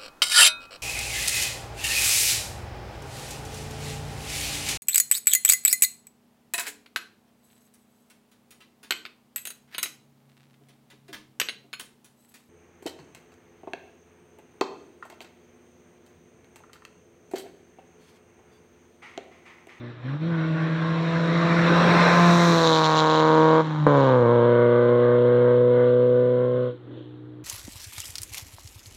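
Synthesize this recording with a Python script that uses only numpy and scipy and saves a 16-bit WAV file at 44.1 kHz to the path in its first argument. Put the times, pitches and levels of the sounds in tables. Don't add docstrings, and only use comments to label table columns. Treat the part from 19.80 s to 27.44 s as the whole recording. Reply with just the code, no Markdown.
import sys
import numpy as np
from scipy import signal
from scipy.fft import rfft, irfft, next_fast_len
from scipy.io import wavfile
from scipy.ndimage import uniform_filter1d, map_coordinates

SR = 44100
rng = np.random.default_rng(int(sys.argv[2]) if len(sys.argv) > 2 else 0)


def digitize_waveform(pressure):
    field = np.atleast_2d(pressure).T
    bounded = np.clip(field, -1, 1)
    quanta = np.round(bounded * 32767).astype(np.int16)
    wavfile.write(sys.argv[1], SR, quanta)


N = 336924


def amp(db):
    return 10 ** (np.asarray(db) / 20)


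def unit(x):
    return x / np.sqrt(np.mean(x ** 2) + 1e-20)


def steady(x, size=2200):
    power = uniform_filter1d(uniform_filter1d(x ** 2, size), size)
    return x / np.sqrt(np.abs(power) + 1e-16)


def curves(rows):
    s, *cols = np.transpose(rows)
    return [np.interp(np.arange(N) / SR, s, c) for c in cols]


def wobble(rate):
    knots = rng.standard_normal(int(N * rate / SR) + 4)
    return map_coordinates(knots, [np.arange(N) * rate / SR])


def coloured(x, points, size=8192):
    hz, db = np.transpose(points)
    gain = amp(np.interp(np.log(np.fft.rfftfreq(size, 1 / SR) + 1), np.log(hz), db))
    cepstrum = irfft(np.log(gain))
    cepstrum[1:size // 2] *= 2
    cepstrum[size // 2 + 1:] = 0
    response = irfft(np.exp(rfft(cepstrum)))
    return signal.oaconvolve(x, response)[:N]


def band(x, lo_hz, hi_hz, order=16):
    m = next_fast_len(N + 8192, True)
    hz = np.fft.rfftfreq(m, 1 / SR) + 1
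    spectrum = rfft(x, m) / (1 + (lo_hz / hz) ** order) / (1 + (hz / hi_hz) ** order)
    return irfft(spectrum, m)[:N]


def noise(points):
    return unit(coloured(rng.standard_normal(N), points))


def impulses(at, sizes):
    taps = np.floor(at).astype(int)[:, None] + np.arange(-7, 9)
    away = taps - at[:, None]
    shape = np.sinc(away) * np.cos(np.pi * away / 16) ** 2
    return np.bincount(np.clip(taps, 0, N).ravel(), (sizes[:, None] * shape).ravel(), N + 1)[:N]


PASS_S = 2.83
ABREAST_S = .239


def since_pass():
    return np.arange(N) / SR - PASS_S


def doppler(mach=.08):
    t = since_pass()
    return 1 / (1 + mach * t / np.hypot(t, ABREAST_S))


def swell_db(lead_s, width_s, spread_db, loss_db_per_s):
    t = since_pass() + lead_s
    return -spread_db * np.log10(np.hypot(t, width_s) / width_s) - loss_db_per_s * np.abs(t)


def scattered_share(most=0.69, coming_s=0.93, going_s=2.1):
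    t = since_pass()
    return most * (1 - np.exp(-(t / np.where(t < 0, coming_s, going_s)) ** 2))


# middle of the
# move in seconds, time taken in seconds, throttle 0-1, roughness of the burn (held to 0-1), weakness of
PEDAL_MOVES = [(0, .01, 0.53, 0.04, .05), (0.118, 0.04, .15, 0.16, .05), (.238, 0.028, 0.72, 0.4, .03),
               (.37, 0.019, 0.27, 0.4, 0), (0.407, .02, 0.85, .2, 0), (0.489, 0.044, 0.94, 0.15, 0.08),
               (3.817, .025, 0.51, 0.6, .3), (4.07, .008, 0.98, 0.09, 0), (6.92, 0.086, 0.19, 0.51, 0.3),
               (7.06, 0.06, 0.45, 1.17, 0.4), (7.222, 0.017, .35, 0.25, .75)]


def pedal():
    t = np.arange(N) / SR
    state = np.outer(PEDAL_MOVES[0][2:], np.ones(N))
    for before, (s, taken, *after) in zip(PEDAL_MOVES, PEDAL_MOVES[1:]):
        step = (1 + np.tanh(2 * (t - s) / taken)) / 2
        state += np.outer(np.subtract(after, before[2:]), step)
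    return np.clip(state, 0, 1)


# lateness in firing periods, level in dB.
UNEQUAL_PIPES = [(0.0013, 0.52), (0.033, -0.3), (0.024, -0.1), (0.035, 0.14)]


def firings(turns, rough, weak, jitter, scatter_db=2.0):
    k = np.arange(1, int(turns[-1]))
    late, db = np.array(UNEQUAL_PIPES)[k % len(UNEQUAL_PIPES)].T
    rough, weak = np.interp(k, turns, rough), np.interp(k, turns, weak)
    moment = k + late + jitter * rough * rng.standard_normal(len(k))
    at = np.interp(moment, turns, np.arange(N))
    sizes = amp(db + scatter_db * rough * rng.standard_normal(len(k))) * (1 - weak * (k % 2))
    return at, sizes


# frequency in Hz, relative gain in dB.
NIGHT_COLOUR = [(25, -20.5), (100, 6), (400, -1), (1500, -10), (2600, -22.5), (3800, -18), (5000, -41),
                (8000, -45), (16000, -51)]


def night(level_db=-55.5):
    return amp(level_db) * noise(NIGHT_COLOUR)


# time in seconds, firing rate heard in Hz, level in dB.
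ECHO_COURSE = [(.35, 150.5, -54), (.7, 152, -36.5), (1.2, 152.3, -36), (1.7, 154.7, -32), (2.2, 154.6, -33),
               (2.9, 152.1, -74.5)]
# frequency in Hz, relative gain in dB.
HOUSES_COLOUR = [(100, 0.5), (153, 7.5), (305, 2), (460, -5.5), (615, 0.5), (800, -24), (1100, -17),
                 (2500, -35.5), (5000, -64.5)]


def house_echo(rough, weak):
    hz, db = curves(ECHO_COURSE)
    at, sizes = firings(np.cumsum(hz) / SR, rough, weak, jitter=0.025)
    return amp(db + 1.2 * wobble(7)) * steady(coloured(impulses(at, sizes), HOUSES_COLOUR))


def patchy(x, depth_db=2.3, size=512):
    z = signal.stft(x, nperseg=size)[2]
    field = uniform_filter1d(rng.standard_normal(z.shape), size=3, axis=0)
    field = uniform_filter1d(uniform_filter1d(field, size=10, axis=1), size=5, axis=1)
    return unit(signal.istft(z * amp(depth_db * unit(field)), nperseg=size)[1][:N])


# frequency in Hz, relative gain in dB.
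ROAR_COLOUR = [(25, -39.5), (55, -19), (85, -13.5), (200, -4.5), (380, -3), (480, -0.5), (780, -4),
               (1080, -1), (1750, -3), (2600, -10.5), (3050, -19), (3900, -11), (4800, -27.5),
               (5650, -20.5), (6500, -42), (7300, -34), (9600, -50), (12000, -51), (13000, -58),
               (16000, -63.5)]
TREAD_COLOUR = [(1500, -21.5), (3000, -16), (4000, -0.5), (4700, -15), (5800, -6.5), (7200, -16),
                (9700, -28.5), (11000, -33.5), (12000, -24), (13000, -42), (14800, -36.5), (16000, -46)]


def road(throttle, rush_db=-18.5, spray_db=-33, absorption=0.17, behind_db=-3, shut_db=-9.5):
    fade_db = swell_db(lead_s=0.63, width_s=0.25, spread_db=17.5, loss_db_per_s=4.0)
    fade_db = fade_db + behind_db * (1 + np.tanh(since_pass() / ABREAST_S)) / 2
    roar = patchy(noise(ROAR_COLOUR))
    low = band(roar, 20, 4600)
    roar = low + amp(absorption * fade_db) * (roar - low)
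    hiss_db = spray_db + swell_db(lead_s=0.18, width_s=0.31, spread_db=32, loss_db_per_s=7)
    hiss = amp(hiss_db) * noise(TREAD_COLOUR)
    roar_db = rush_db + fade_db + shut_db * (1 - throttle) + 0.34 * wobble(25)
    return amp(roar_db) * roar + hiss


def roadside(x, t60=0.21, abreast_db=-17, scattered_db=-10.5):
    wet = amp(abreast_db + (scattered_db - abreast_db) * np.sqrt(scattered_share()))
    t = np.arange(SR // 2) / SR
    tail = rng.standard_normal(len(t)) * amp(-60 * t / t60) * (1 - np.exp(-t / 0.0095))
    return band(signal.oaconvolve(wet * x, tail / np.linalg.norm(tail))[:N], 430, 4300, order=2)


# time in seconds, firing rate at the engine in Hz.
REV_COURSE = [(0, 110), (.22, 110.6), (.48, 157.1), (.6, 147.1), (3.8, 171.4), (4.05, 161), (4.44, 128.3),
              (5.25, 131.2), (6.84, 135), (7.0, 131), (7.64, 131.5)]


def firing_rate(clutch_s=4.43, swing_hz=1.8, shudder_hz=6.8, fade_s=.2):
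    t = np.maximum(np.arange(N) / SR - clutch_s, 0)
    return curves(REV_COURSE)[0] - swing_hz * np.sin(2 * np.pi * shudder_hz * t) * np.exp(-t / fade_s)


def puffs(at, sizes, life, between):
    t = np.arange(SR // 50) / SR
    gate = signal.oaconvolve(impulses(at, sizes), np.exp(-t / life))[:N]
    return unit((gate + between) * rng.standard_normal(N))


# time in seconds, position (0 front, 1 beside, 2 behind, 3 far).
ASPECT_COURSE = [(0, 0), (1.2, 0.5), (2.1, 1.5), (2.65, 0.85), (2.92, 2), (3.8, 2.4), (4.3, 2.5), (4.75, 3),
                 (5.6, 3)]


def heard_aspect():
    return curves(ASPECT_COURSE)[0]


# frequency in Hz, relative gain in dB.
FRONT_COLOUR = [(150, 3), (245, 12), (335, 12), (400, -12), (500, 2), (610, 0.5), (680, -2.5), (760, -21),
                (860, -17), (950, -15.5), (1050, 6), (1250, -11), (1400, 2.5), (1750, -3), (2600, -18.5),
                (4000, -56)]
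BESIDE_COLOUR = [(150, -16), (260, 0.5), (340, 3.5), (420, -1.5), (515, -2), (690, -1), (780, -16),
                 (860, -5), (950, -2.5), (1040, 2.5), (1130, 1), (1300, -8), (1600, -8), (2100, -20),
                 (2600, -23), (4000, -49.5)]
BEHIND_COLOUR = [(150, -6), (315, 2.5), (390, -6.5), (495, 7.5), (630, -3), (715, -9.5), (950, -1),
                 (1100, -1.5), (1300, -11.5), (1500, -11), (1750, -18), (2050, -25.5), (2300, -22.5),
                 (2700, -44.5), (4000, -68.5)]
FAR_COLOUR = [(120, -12), (245, -9), (305, -16), (365, -6), (430, -8.5), (495, 2), (550, -7.5), (605, -5.5),
              (700, -28.5), (850, -27), (1060, -17.5), (1300, -25.5), (1480, -22.5), (1850, -36),
              (2100, -30.5), (2500, -53), (4000, -56)]
COAST_COLOUR = [(120, -3), (230, -17.5), (305, 7), (366, -6), (425, -6), (490, -11.5), (650, -33),
                (1400, -23), (2000, -29.5), (2600, -48), (4000, -61)]
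LOAD_RANGE = (0.35, 0.77)


def pipe_voice(flow, aspect, throttle):
    pulling = 0
    for k, side in enumerate([FRONT_COLOUR, BESIDE_COLOUR, BEHIND_COLOUR, FAR_COLOUR]):
        pulling = pulling + np.clip(1 - abs(aspect - k), 0, 1) * coloured(flow, side)
    load = np.interp(throttle, LOAD_RANGE, [0, 1])
    return load * pulling + (1 - load) * coloured(flow, COAST_COLOUR)


# time in seconds, level in dB.
BOOM_LEVEL = [(0, -32.5), (.3, -24.5), (1.25, -24.5), (1.9, -20), (2.3, -20.5), (2.49, -15), (2.6, -19.5),
              (2.7, -18), (2.81, -26.5), (3.35, -28.5), (3.65, -24.5), (3.9, -27.5), (4.01, -21),
              (5.05, -27), (5.55, -26), (6.8, -30), (7.0, -34)]
PUMP_RANGE = (128, 167)


def boom(turns, rate, throttle, rough, shut_db=-19, rumble_db=-21, lag=0.29, lope=0.02, stumble_db=2):
    db = curves(BOOM_LEVEL)[0] + shut_db * (1 - throttle) * np.interp(rate, PUMP_RANGE, [1, 0])
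    tone = np.sqrt(2) * np.cos(2 * np.pi * (turns + lag)) * (1 + lope * np.cos(np.pi * turns + np.pi / 4))
    rumble = amp(rumble_db) * unit(band(rng.standard_normal(N), 95, 210, order=6))
    return amp(db + stumble_db * rough * wobble(25)) * (tone + rumble)


SPLIT_HZ = 646
# time in seconds, level in dB.
BODY_LEVEL = [(0, -24.5), (.45, -29.5), (1, -34), (1.5, -28), (1.9, -24), (2.2, -31), (2.62, -21.5),
              (2.92, -19), (3.06, -25.5), (3.6, -15.5), (4.15, -18), (4.7, -16.5), (6.4, -18),
              (6.87, -22.5)]


def body(pipe, throttle, shut_db=-34):
    db = curves(BODY_LEVEL)[0] + shut_db * (1 - throttle)
    return amp(db + 0.21 * wobble(22)) * steady(band(pipe, 190, SPLIT_HZ))


def drifting_paths(x, drift=0.00018, rate=7, count=6):
    n = np.arange(N)
    detours = rng.uniform(.001, .04, count)
    return steady(sum(np.interp(n - SR * (d + drift * wobble(rate)), n, x, left=0) for d in detours), size=3000)


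# time in seconds, level in dB.
BARK_LEVEL = [(0, -59), (.43, -53.5), (.53, -39), (2.05, -28.5), (2.37, -19), (2.7, -23), (3.1, -19),
              (3.75, -20), (4.25, -24), (4.55, -26.5), (5.7, -34.5), (5.87, -39), (6.02, -34.5),
              (6.15, -38.5), (6.85, -42), (7.64, -56)]


def bark(pipe, throttle, shut_db=-28.5):
    db = curves(BARK_LEVEL)[0] + shut_db * (1 - throttle)
    scattered = scattered_share()
    direct = steady(band(pipe, SPLIT_HZ, 2469))
    mixed = np.sqrt(1 - scattered) * direct + np.sqrt(scattered) * drifting_paths(direct)
    return amp(db + 2.2 * scattered * wobble(17)) * mixed


# centre in seconds, half-length in seconds, peak level in dB.
HARD_SPITS = [(2.872, 0.066, -26), (2.959, 0.049, -26), (3.052, .035, -26.5), (3.184, .045, -25),
              (3.35, 0.11, -30.5), (4.236, .15, -41), (7.21, 0.12, -59.5)]


def spit_gain():
    t = np.arange(N) / SR
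    return sum(amp(db) * np.exp(-2 * ((t - s) / length) ** 2) for s, length, db in HARD_SPITS)


# time in seconds, level in dB.
RASP_LEVEL = [(0, -59), (1.5, -44), (2.05, -47), (2.8, -32), (3.1, -31.5), (3.7, -37.5), (4.45, -48),
              (5.3, -50), (6.85, -56.5), (7.64, -67.5)]
# frequency in Hz, relative gain in dB.
NEAR_COLOUR = [(1800, -31), (2700, -14), (3200, -4.5), (3900, 5.5), (4800, -11.5), (5800, -13.5),
               (7200, -13.5), (8200, -39), (10000, -44.5), (12000, -39), (13000, -57.5), (16000, -49)]
FAR_RASP_COLOUR = [(1800, -26), (2600, 0.5), (3200, 8.5), (3800, 4.5), (4300, -4.5), (5000, -43.5),
                   (6000, -25.5), (7000, -28.5), (7800, -52.5), (16000, -66)]


def rasp(at, sizes, aspect, throttle, shut_db=-13, scatter_db=1.0, trim_db=-0.5, surge_db=1.2):
    db = curves(RASP_LEVEL)[0] + shut_db * (1 - throttle)
    distant = np.interp(aspect, [0, 1, 2, 3], [1, 0, 0, 1])
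    spits = sizes * amp(scatter_db * rng.standard_normal(len(at)))
    fronts = unit(impulses(at, spits))
    spray = puffs(at, spits, life=.0009, between=.12)
    near = steady(unit(coloured(fronts + spray, NEAR_COLOUR)))
    smeared = 0.18 * fronts + puffs(at, spits, life=0.0014, between=0.55)
    far = steady(unit(coloured(smeared, FAR_RASP_COLOUR)))
    mixed = (1 - distant) * near + amp(surge_db * wobble(14)) * np.sqrt(distant) * far
    return np.hypot(amp(db), spit_gain()) * amp(trim_db) * mixed


# start in seconds, level in dB.
POP_TIMES = [(4.067, 0), (4.0732, -5.5)]


def pops(crack_db=-52):
    s, db = np.transpose(POP_TIMES)
    slugs = impulses(s * SR, amp(db))
    bang = band(coloured(slugs, BEHIND_COLOUR), 20, 6000, order=4)
    bang = bang + amp(crack_db) * band(slugs, 2000, 12000, order=6)
    return amp(db.max()) * bang / np.abs(bang).max()


def exhaust(throttle, rough, weak, unrest=0.0013):
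    rate = firing_rate()
    turns = np.cumsum(rate * doppler() * (1 + unrest * wobble(30))) / SR
    aspect = heard_aspect()
    at, sizes = firings(turns, rough, weak, jitter=.022)
    flow = unit(impulses(at, sizes)) + rough * puffs(at, sizes, life=0.0067, between=0.26)
    pipe = pipe_voice(flow, aspect, throttle)
    voice = boom(turns, rate, throttle, rough) + body(pipe, throttle) + bark(pipe, throttle)
    return voice + rasp(at, sizes, aspect, throttle)


def scene():
    throttle, rough, weak = pedal()
    engine = exhaust(throttle, rough, weak) + pops()
    around = night() + house_echo(rough, weak) + road(throttle) + roadside(engine)
    return (around + engine)[None]


def record(dry, low_cut_hz=45, top_hz=15800):
    thin = signal.sosfilt(signal.butter(2, low_cut_hz, "high", fs=SR, output="sos"), dry)
    m = next_fast_len(N + 8192, True)
    return irfft(rfft(thin, m) * (np.fft.rfftfreq(m, 1 / SR) < top_hz), m)[:, :N]


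dry = scene()
out = record(dry)
digitize_waveform(out)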